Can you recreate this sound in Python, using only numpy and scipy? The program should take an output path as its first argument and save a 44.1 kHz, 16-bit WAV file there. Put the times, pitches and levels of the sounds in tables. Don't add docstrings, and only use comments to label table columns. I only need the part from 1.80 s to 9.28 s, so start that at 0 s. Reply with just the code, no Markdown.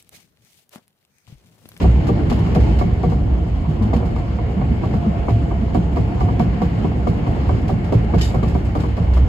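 import sys
import numpy as np
from scipy import signal
from scipy.fft import rfft, irfft
from scipy.io import wavfile
from scipy.ndimage import uniform_filter1d

SR = 44100
rng = np.random.default_rng(int(sys.argv[2]) if len(sys.argv) > 2 else 0)


def transcribe(signal):
    frames = np.atleast_2d(signal).T
    limited = np.clip(frames, -1, 1)
    pcm = np.round(limited * 32767).astype(np.int16)
    wavfile.write(sys.argv[1], SR, pcm)


N = 329868

# time in seconds, floor rumble in dB, rail roar in dB, hiss in dB.
ROLLING_LEVELS = [(0, -13.5, -28, -37.5), (.15, -19.5, -30, -44.5), (.42, -19, -28.5, -45.5),
                  (.85, -17.5, -27, -39.5), (1.12, -21.5, -33.5, -47), (1.4, -20, -32.5, -49.5),
                  (1.8, -25, -34.5, -47.5), (2.1, -22.5, -28, -50.5), (2.5, -25, -32.5, -48),
                  (2.9, -21.5, -32, -47.5), (3.5, -24, -30.5, -47), (3.9, -21, -33, -48),
                  (4.3, -23.5, -30, -47), (4.55, -18, -29.5, -46), (4.85, -23, -33, -48.5),
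                  (5.0, -19, -31.5, -44), (5.15, -23.5, -30.5, -48), (5.7, -22, -29.5, -44.5),
                  (6.0, -21, -32.5, -49), (6.39, -22.5, -29, -47), (6.9, -22.5, -33.5, -50),
                  (7.48, -25.5, -30.5, -46.5)]
# time in seconds, level in dB.
BOOM_LEVELS = [(0, -16.5), (.45, -20.5), (.7, -16.5), (1.0, -19), (1.35, -18), (1.7, -17.5), (2.3, -19),
               (2.7, -22), (3.4, -21), (4.2, -21.5), (5.1, -22), (5.7, -21), (6.05, -21), (6.4, -19),
               (6.9, -19.5), (7.2, -21), (7.48, -9.5)]
# time in seconds, level in dB.
RUSH_LEVELS = [(0.0, -42.5), (0.43, -46.5), (0.7, -43), (0.83, -43.5), (1.18, -48.5), (1.32, -50.5),
               (1.86, -50.5), (2.18, -48.5), (3.54, -47.5), (3.92, -49.5), (4.52, -47), (4.83, -44),
               (5.26, -48), (5.59, -46), (6.07, -46.5), (6.53, -44), (6.8, -48), (7.44, -46.5)]
ROLLING_CENTRES_HZ = [62, 170, 700, 1800, 3600]
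# pitch in Hz, level in dB.
ROAR_COLOUR = [(25, -30), (40, -12), (62, -5), (90, -5.5), (170, -9), (300, -8), (500, -13.5), (750, -9.5),
               (1200, -11.5), (1600, -8.5), (2200, -3.5), (2600, -8), (3200, -9), (5000, -16.5),
               (7500, -14), (12000, -22), (15000, -34.5)]
# pitch in Hz, width in Hz, level in dB against the slow level at that pitch.
ROLLING_HUMS = [(65.17, 14.2, -4), (108, 20, -8.5), (167.6, 23, -13), (209.1, 30, -12), (472.3, 49, -18),
                (738, 160, -18.5), (2175, 190, -10.5), (2825, 120, -18), (3033, 200, -13)]
# time in seconds, strength in dB,
# floor thump in dB against that strength, upper wheel tones in dB against that strength.
KNOCKS = [(0.043, -11, 2.5, -18), (0.29, -12.5, 3.5, -15.5), (0.516, -14, 0, -13.5),
          (0.669, -24.5, 2.5, -11), (0.758, -10, 1, -17.5), (1.012, -13, 3, -11), (1.235, -14, 6, -11),
          (1.32, -21, -2.5, -9.5), (1.665, -26.5, 6.5, -16), (2.014, -27, 2, -7), (2.132, -14, -3, -10),
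          (2.226, -21.5, 1, -10.5), (2.364, -23.5, -5, -4.5), (2.588, -22.5, 3, -9), (2.814, -19.5, 3, -9),
          (3.035, -17.5, 1.5, -9.5), (3.139, -18.5, -1.5, -11.5), (3.264, -28, 12, -15),
          (3.484, -14.5, 3, -10), (3.712, -22, 0, -7.5), (3.948, -11, 3, -12), (4.169, -16, 4, -8),
          (4.407, -19, 5.5, -5.5), (4.486, -24, 6.5, -6), (4.598, -12, 4, -11.5), (4.818, -12, -1, -15),
          (5.046, -15, 2.5, -14.5), (5.27, -14, 5.5, -11.5), (5.467, -19, 3.5, -8.5),
          (5.693, -15, 3.5, -8.5), (5.895, -13.5, 1.5, -13.5), (6.125, -10, 2.5, -15),
          (6.338, -10, 3.5, -12), (6.544, -14, 4, -12), (6.629, -14, -2, -12), (6.751, -15.5, 0, -11),
          (6.953, -14.5, 0.5, -10), (7.037, -20, 5, -11), (7.176, -18.5, 6.5, -11.5),
          (7.371, -18.5, -5, -8)]
# pitch in Hz, level in dB, time to fade by 60 dB in seconds.
BOGIE_TONES = [(243.9, -4.5, 0.14), (302.3, -11, 0.25), (390.8, -9.5, 0.16), (470.1, -11.5, 0.22),
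               (562, -17, 0.12), (636.5, -13.5, 0.076), (711, -9.5, 0.081), (766, -11, 0.096),
               (875, -11, 0.023), (954.4, -6, 0.067), (1030, -5.5, 0.041), (1140, -4, 0.067),
               (1202, -12, 0.033), (1590, -15, 0.035), (2206, -11, 0.043)]
# pitch in Hz, level in dB, time to fade by 60 dB in seconds.
FLOOR_TONES = [(106.7, -0.5, 0.26), (140, -6.5, 0.071), (167.3, -8, 0.2)]
# start in seconds, strength in dB.
SHAKES = [(0.0153, -33.5), (0.2674, -33.5), (0.498, -31.5), (0.524, -36), (0.7475, -32), (.8, -42.5),
          (0.987, -34.5), (1.229, -41), (1.298, -43), (1.886, -45), (2.0223, -42), (2.1326, -37.5),
          (2.2526, -46.5), (2.359, -46.5), (3.038, -45.5), (3.133, -47), (3.4875, -39), (3.943, -37.5),
          (4.1593, -40), (4.401, -39), (4.594, -36), (4.817, -38), (5.0476, -47.5), (5.271, -39),
          (5.467, -43.5), (5.688, -45), (5.879, -38), (6.042, -43), (6.123, -38), (6.341, -39),
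          (6.382, -35.5), (6.545, -42), (6.6288, -41), (6.679, -42), (6.7442, -47), (6.8488, -47),
          (6.95, -40.5), (6.9992, -40.5), (7.1676, -43.5), (7.3344, -38.5)]
# start in seconds, strength in dB.
TICKS = [(.109, -33), (.589, -32), (1.096, -50), (1.135, -37), (2.161, -33), (2.255, -38), (3.365, -50),
         (4.13, -38), (4.525, -40), (4.787, -40), (5.554, -45), (5.816, -40), (5.893, -46), (6.138, -42),
         (6.244, -38), (7.362, -42), (7.373, -34)]
# pitch in Hz, level in dB.
RATTLE_COLOUR = [(1000, -13), (2000, -19), (3200, -14.5), (4800, -19), (7500, -18), (12000, -20.5),
                 (15000, -33)]
# time of the peak in seconds, pitch in Hz, peak in dB.
JOLTS = [(.085, 62.2, -5), (0.561, 106.4, -13.5), (.775, 171, -14), (0.817, 63.6, -4.5), (.915, 59.3, -7),
         (1.529, 62.2, -11.5), (1.89, 153.6, -12), (2.018, 105, -13), (2.02, 216, -13), (2.059, 207, -16),
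         (2.15, 173, -19), (2.169, 222, -12), (2.18, 69, -12), (2.26, 176, -17.5), (2.36, 61.4, -15.5),
         (2.64, 81, -23.5), (2.778, 190.5, -12.5), (2.81, 148, -18), (2.864, 67.8, -14.5),
         (2.9, 164, -13.5), (2.919, 223, -13), (3.153, 151.4, -19.5), (3.16, 208, -16), (3.165, 82, -15.5),
         (3.275, 138.5, -19), (3.278, 210, -10), (3.342, 70, -19.5), (3.535, 110.5, -12),
         (3.828, 214, -13.5), (3.993, 176, -13.5), (4.162, 71, -13), (4.2, 174.4, -11.5),
         (4.44, 170.5, -16), (4.454, 100, -12), (4.608, 215, -14), (4.68, 191, -14.5), (4.7, 60, -15.5),
         (4.835, 170.3, -15), (4.985, 109, -15), (5.697, 76.3, -13), (6.371, 64.7, -10.5),
         (7.221, 62.4, -16.5)]
# time in seconds, pitch in Hz, level in dB.
RAIL_GLIDE = [(0, 727, -63), (1.3, 726, -42.5), (1.7, 703, -49.5), (2.3, 699, -45.5), (2.8, 696, -47),
              (3.3, 694.4, -40), (3.9, 679, -43), (4.5, 714.5, -39), (5.0, 712, -45), (5.5, 706, -46.5),
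              (6.2, 724, -45.5), (7.48, 717, -68)]
# pitch in Hz, level in dB.
JET_COLOUR = [(900, -37), (1400, -27), (2000, -18), (2500, -16), (3000, -10), (5000, -11.5), (7500, -8),
              (12000, -12), (15000, -22)]
# pitch in Hz, width in Hz, level in dB, time in seconds of a 60 dB fade on top of the jet's own.
WHISTLES = [(1855, 89, -12, 0.3), (3040, 77, -9, 0.3), (3680, 70, -9, 1.5), (4550, 69, -18, .4),
            (5100, 150, -8.5, 0.31), (6170, 77, -13, .4), (7460, 260, -9, 1.5)]
# start in seconds, strength in dB.
VALVE_CLACKS = [(6.383, -43), (6.393, -48), (6.4116, -33), (6.418, -37), (6.424, -38), (6.433, -41),
                (6.444, -39), (6.456, -41), (6.475, -42), (6.49, -44), (6.506, -47)]
# pitch in Hz, level in dB, time to fade by 60 dB in seconds.
VALVE_TONES = [(1875, -11, 0.089), (2250, -11, 0.088), (2970, -3.5, 0.067), (3720, -9, .15),
               (4226, -10, 0.084), (4680, -6, .08), (4950, -4, 0.056), (5340, -10, 0.071), (5750, -8, .08),
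               (6169, -8, .1), (6735, -10, .1), (7350, -6.5, 0.11)]
# start in seconds, level in dB, length in seconds.
SQUEAKS = [(6.673, -56, 0.055), (6.847, -56, 0.026), (7.002, -54, 0.037)]
# pitch in Hz, side minus mid in dB.
WIDTH = [(60, -25), (130, -17), (290, -5.5), (630, -3.5), (1390, 3), (2200, 0.5), (3040, -1), (4500, 0),
         (6680, -9.5), (9000, -27), (14600, -19)]
# pitch in Hz, left minus right in dB.
TILT = [(60, -1.5), (180, -0.5), (540, 0.5), (1620, 1), (4880, 1.0), (14600, -1.5)]
# pitch in Hz, level in dB.
MICROPHONE_COLOUR = [(20, -19), (40, -0.5), (2800, 0.5), (3150, 0), (3500, -3.5), (5000, 2), (5800, -3.5),
                     (7300, -2.5), (8100, -8), (9300, -8.5), (11500, -3), (13400, -6.5), (14400, -6.5),
                     (15400, -2), (16500, -12.5)]

TREBLE_CALM, CALM_ABOVE_HZ = .6, 1400
STEADY_BELOW_HZ, STEADINESS, STEADY_S = 130, 0.92, 0.072
BOGIE_LAG_S, FLOOR_LAG_S = -0.001987, .026
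CONTACT_S = .006
BLOW_RISE_S = .0012
KNOCK_PAN_DB = -0.5
RATTLE_T60_S, RATTLE_REFERENCE_DB = 0.35, -38.5
RATTLE_LONGER_S_PER_DB = -0.04
RATTLE_HOLD_S, SHAKE_RISE_S = 0.017, 0.0015
TICK_T60_S, FIRST_TICK_DB = 0.049, -2.5
JOLT_RISE_CYCLES = 2.097
RAIL_STEADY = 0.8
AIR_START_S, AIR_ATTACK_S, AIR_HOLD_S = 6.409, 0.006, 0.0091
AIR_DB, AIR_FADE_DB_PER_S = -28, 180
SQUEAK_HZ, SQUEAK_WIDTH_HZ = 7900, 240
PORT_LAG_S, PORT_LAG_FROM_HZ = .000241, 3100
PEAK, CUTOFF_HZ = .95, 16200


def from_db(db):
    return 10 ** (np.asarray(db) / 20)


def rms_one(x):
    return x / np.sqrt(np.mean(x ** 2) + 1e-20)


def in_time(rows):
    s, *columns = np.transpose(rows)
    return np.array([np.interp(np.arange(N) / SR, s, c) for c in columns])


def at_hz(points, hz):
    table = np.array(points)
    return np.interp(np.log(hz), np.log(table[:, 0]), table[:, 1])


def drift(rate_hz):
    r = np.exp(-80 * np.pi * rate_hz / SR)
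    noise = rng.standard_normal(N // 40 + 2002)
    slow = signal.lfilter([1], [1, -2 * r, r * r], noise)[2000:]
    return np.interp(np.arange(N) / 40, np.arange(len(slow)), rms_one(slow))


def stereo(mid, side, hz):
    opposed = np.array([[1], [-1]])
    spread = mid + from_db(at_hz(WIDTH, hz)) * side * opposed
    return spread * from_db(at_hz(TILT, hz) / 2 * opposed)


def steadied(x, hz):
    if hz > STEADY_BELOW_HZ:
        return x
    strength = uniform_filter1d(x[0] ** 2, round(STEADY_S * SR)) + 0.041
    return rms_one(x / strength ** (STEADINESS / 2))


def hum(hz, width):
    r = np.exp(-np.pi * width / SR)
    section = [1, 0, -1, 1, -2 * r * np.cos(2 * np.pi * hz / SR), r * r]
    ringing = signal.sosfilt([section, section], rng.standard_normal((2, N)))
    return stereo(*steadied(rms_one(ringing), hz), hz)


def rolling_levels():
    rumble, roar, hiss = in_time(ROLLING_LEVELS)
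    return np.vstack([in_time(BOOM_LEVELS), rumble, roar, in_time(RUSH_LEVELS), hiss])


def rolling_db(rolling, hz):
    place = np.interp(np.log(hz), np.log(ROLLING_CENTRES_HZ), np.arange(len(rolling)))
    k = min(int(place), len(rolling) - 2)
    return rolling[k] + (place - k) * (rolling[k + 1] - rolling[k])


def rattle_gain(grit_db):
    gain = np.zeros(N)
    events = []
    for s, db in SHAKES:
        t60 = RATTLE_T60_S + RATTLE_LONGER_S_PER_DB * (db - RATTLE_REFERENCE_DB)
        events.append((s, db, max(t60, .05), RATTLE_HOLD_S))
        events.append((s, db + FIRST_TICK_DB, TICK_T60_S, 0))
    events += [(s, db, TICK_T60_S, 0) for s, db in TICKS]
    for s, start_db, t60, hold in events:
        i = round(s * SR)
        t = np.arange(min(SR // 2, N - i)) / SR
        fade = from_db(start_db - 60 * np.maximum(t - hold, 0) / t60)
        gain[i:i + len(t)] += fade * np.minimum(t / SHAKE_RISE_S, 1)
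    return gain * from_db(grit_db * drift(180))


def roar_rattles_and_jet(rolling, air_db, patchy_db, shared_db):
    out = 0
    edges = 22 * 2 ** np.arange(0, 9.7, 1 / 3)
    white = rng.standard_normal((2, 2, N))
    together = drift(35)
    shaken_power = rattle_gain(grit_db=1.5) ** 2
    jet_power = from_db(air_db + 1.2 * drift(140)) ** 2
    for k, (low, high) in enumerate(zip(edges, edges[1:])):
        hz = np.sqrt(low * high)
        band_pass = signal.butter(2, [low, high], "band", fs=SR, output="sos")
        band = rms_one(signal.sosfilt(band_pass, white[k % 2]))
        calm = TREBLE_CALM if hz > CALM_ABOVE_HZ else 1
        flicker_db = patchy_db * calm * drift(9.6) + shared_db * together
        roar = from_db(at_hz(ROAR_COLOUR, hz) + rolling_db(rolling, hz) + flicker_db)
        rattle = shaken_power * from_db(at_hz(RATTLE_COLOUR, hz)) ** 2
        jet = jet_power * from_db(at_hz(JET_COLOUR, hz)) ** 2
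        out = out + np.sqrt(roar ** 2 + rattle + jet) * stereo(*steadied(band, hz), hz)
    return out


def rolling_hums(rolling):
    out = 0
    for hz, width, db in ROLLING_HUMS:
        level_db = db + rolling_db(rolling, hz) + 1.85 * drift(3)
        out = out + from_db(level_db) * hum(hz, width)
    return out


def strike(tones, strengths_db, pan_db, lag_s, spread_db, bounce_db, detune):
    s = np.array(KNOCKS)[:, 0]
    hz, level_db, t60 = np.transpose(tones)
    t, out = np.arange(SR // 5) / SR, np.zeros((2, N + SR))
    luck = rng.standard_normal((len(s), 4, len(tones), 3))
    for k, (strength, side, pitch, delay) in enumerate(luck):
        for bounce in range(3):
            size = from_db(strengths_db[k] + level_db + spread_db * strength[:, 0] + bounce_db * bounce)
            late = t - CONTACT_S * (bounce + abs(delay[:, bounce, None]) / 4)
            cycles = (hz * (1 + detune * pitch[:, 0]))[:, None] * late
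            envelope = np.clip(late / BLOW_RISE_S, 0, 1) * from_db(-60 * late / t60[:, None])
            rings = envelope * np.sin(2 * np.pi * cycles)
            pair = stereo(size, size * side[:, bounce], hz) @ rings
            i = round((s[k] + lag_s) * SR)
            out[:, i:i + len(t)] += pair * from_db(pan_db[k] / 2 * np.array([[1], [-1]]))
    return out[:, :N]


def wheel_flat():
    s, strength_db, thump_db, bright_db = np.transpose(KNOCKS)
    pan_db = KNOCK_PAN_DB * rng.standard_normal(len(s))
    octaves = np.maximum(np.log2(np.array(BOGIE_TONES)[:, 0] / 750), 0)
    bogie_db = strength_db[:, None] + bright_db[:, None] * np.minimum(octaves / 0.43, 1)
    bogie = strike(BOGIE_TONES, bogie_db, pan_db, BOGIE_LAG_S, spread_db=0.98, bounce_db=-6.0, detune=0.021)
    floor_db = strength_db + thump_db
    floor = strike(FLOOR_TONES, floor_db, pan_db, FLOOR_LAG_S, spread_db=2.0, bounce_db=-5.0, detune=0.036)
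    return signal.sosfilt(signal.butter(2, 2500, fs=SR, output="sos"), bogie + floor)


def track_jolts():
    out, t = np.zeros((2, N + SR)), np.arange(SR // 4) / SR
    chance = rng.uniform(-0.99, 1, (len(JOLTS), 2))
    for (s, hz, db), (phase, side) in zip(JOLTS, chance):
        rise = t * hz / JOLT_RISE_CYCLES
        i = round((s - JOLT_RISE_CYCLES / hz) * SR)
        wave = from_db(db) * rise * np.exp(1 - rise) * np.sin(2 * np.pi * hz * t + np.pi * phase)
        out[:, i:i + len(t)] += stereo(wave, side * wave, hz)
    return out[:, :N]


def singing_rail(waver_hz):
    hz, level_db = in_time(RAIL_GLIDE)
    phase = 2 * np.pi * np.cumsum(hz) / SR

    def wandering(steady):
        return (steady + drift(waver_hz)) * np.cos(phase) + drift(waver_hz) * np.sin(phase)

    mid, side = wandering(RAIL_STEADY), wandering(0)
    return from_db(level_db) * stereo(mid, side, hz.mean())


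def air_level():
    since = np.arange(N) / SR - AIR_START_S
    fade_db = AIR_FADE_DB_PER_S * np.maximum(since - AIR_HOLD_S, 0)
    attack_db = 20 * np.log10(np.clip(since / AIR_ATTACK_S, 1e-6, 1))
    return AIR_DB - fade_db + attack_db


def valve_whistles(air_db):
    since = np.maximum(np.arange(N) / SR - AIR_START_S, 0)
    return sum(from_db(air_db + db - 60 * since / t60) * hum(hz, width) for hz, width, db, t60 in WHISTLES)


def valve_clacks(spread_db, detune):
    hz, level_db, t60 = np.transpose(VALVE_TONES)
    t, out = np.arange(SR // 4) / SR, np.zeros((2, N + SR))
    fades = from_db(-60 * t / t60[:, None])
    luck = rng.standard_normal((len(VALVE_CLACKS), 3, len(hz)))
    for (s, db), (strength, side, pitch) in zip(VALVE_CLACKS, luck):
        rings = fades * np.sin(2 * np.pi * (hz * (1 + detune * pitch))[:, None] * t)
        size = from_db(db + level_db + spread_db * strength)
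        i = round(s * SR)
        out[:, i:i + len(t)] += stereo(size, size * side, hz) @ rings
    return out[:, :N]


def squeaks():
    t = np.arange(N) / SR
    swells = sum(from_db(db) * np.sin(np.pi * np.clip((t - s) / length, 0, 1)) for s, db, length in SQUEAKS)
    return swells * hum(SQUEAK_HZ, SQUEAK_WIDTH_HZ)


def scene():
    rolling, air_db = rolling_levels(), air_level()
    running = roar_rattles_and_jet(rolling, air_db, patchy_db=2.0, shared_db=0.64) + rolling_hums(rolling)
    bumps = wheel_flat() + track_jolts()
    valve = valve_whistles(air_db) + valve_clacks(spread_db=2.0, detune=.012)
    return running + bumps + singing_rail(waver_hz=13) + valve + squeaks()


def record(dry):
    hz = np.maximum(np.arange(N // 2 + 1) * SR / N, 1)
    turn = np.pi * PORT_LAG_S * np.maximum(hz - PORT_LAG_FROM_HZ, 0) * [[-1], [1]]
    heard = irfft(rfft(dry) * from_db(at_hz(MICROPHONE_COLOUR, hz)) * np.exp(1j * turn), N)
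    rounded = PEAK * np.tanh(heard / PEAK)
    return signal.sosfilt(signal.cheby2(12, 70, CUTOFF_HZ, fs=SR, output="sos"), rounded)


dry = scene()
out = record(dry)
transcribe(out)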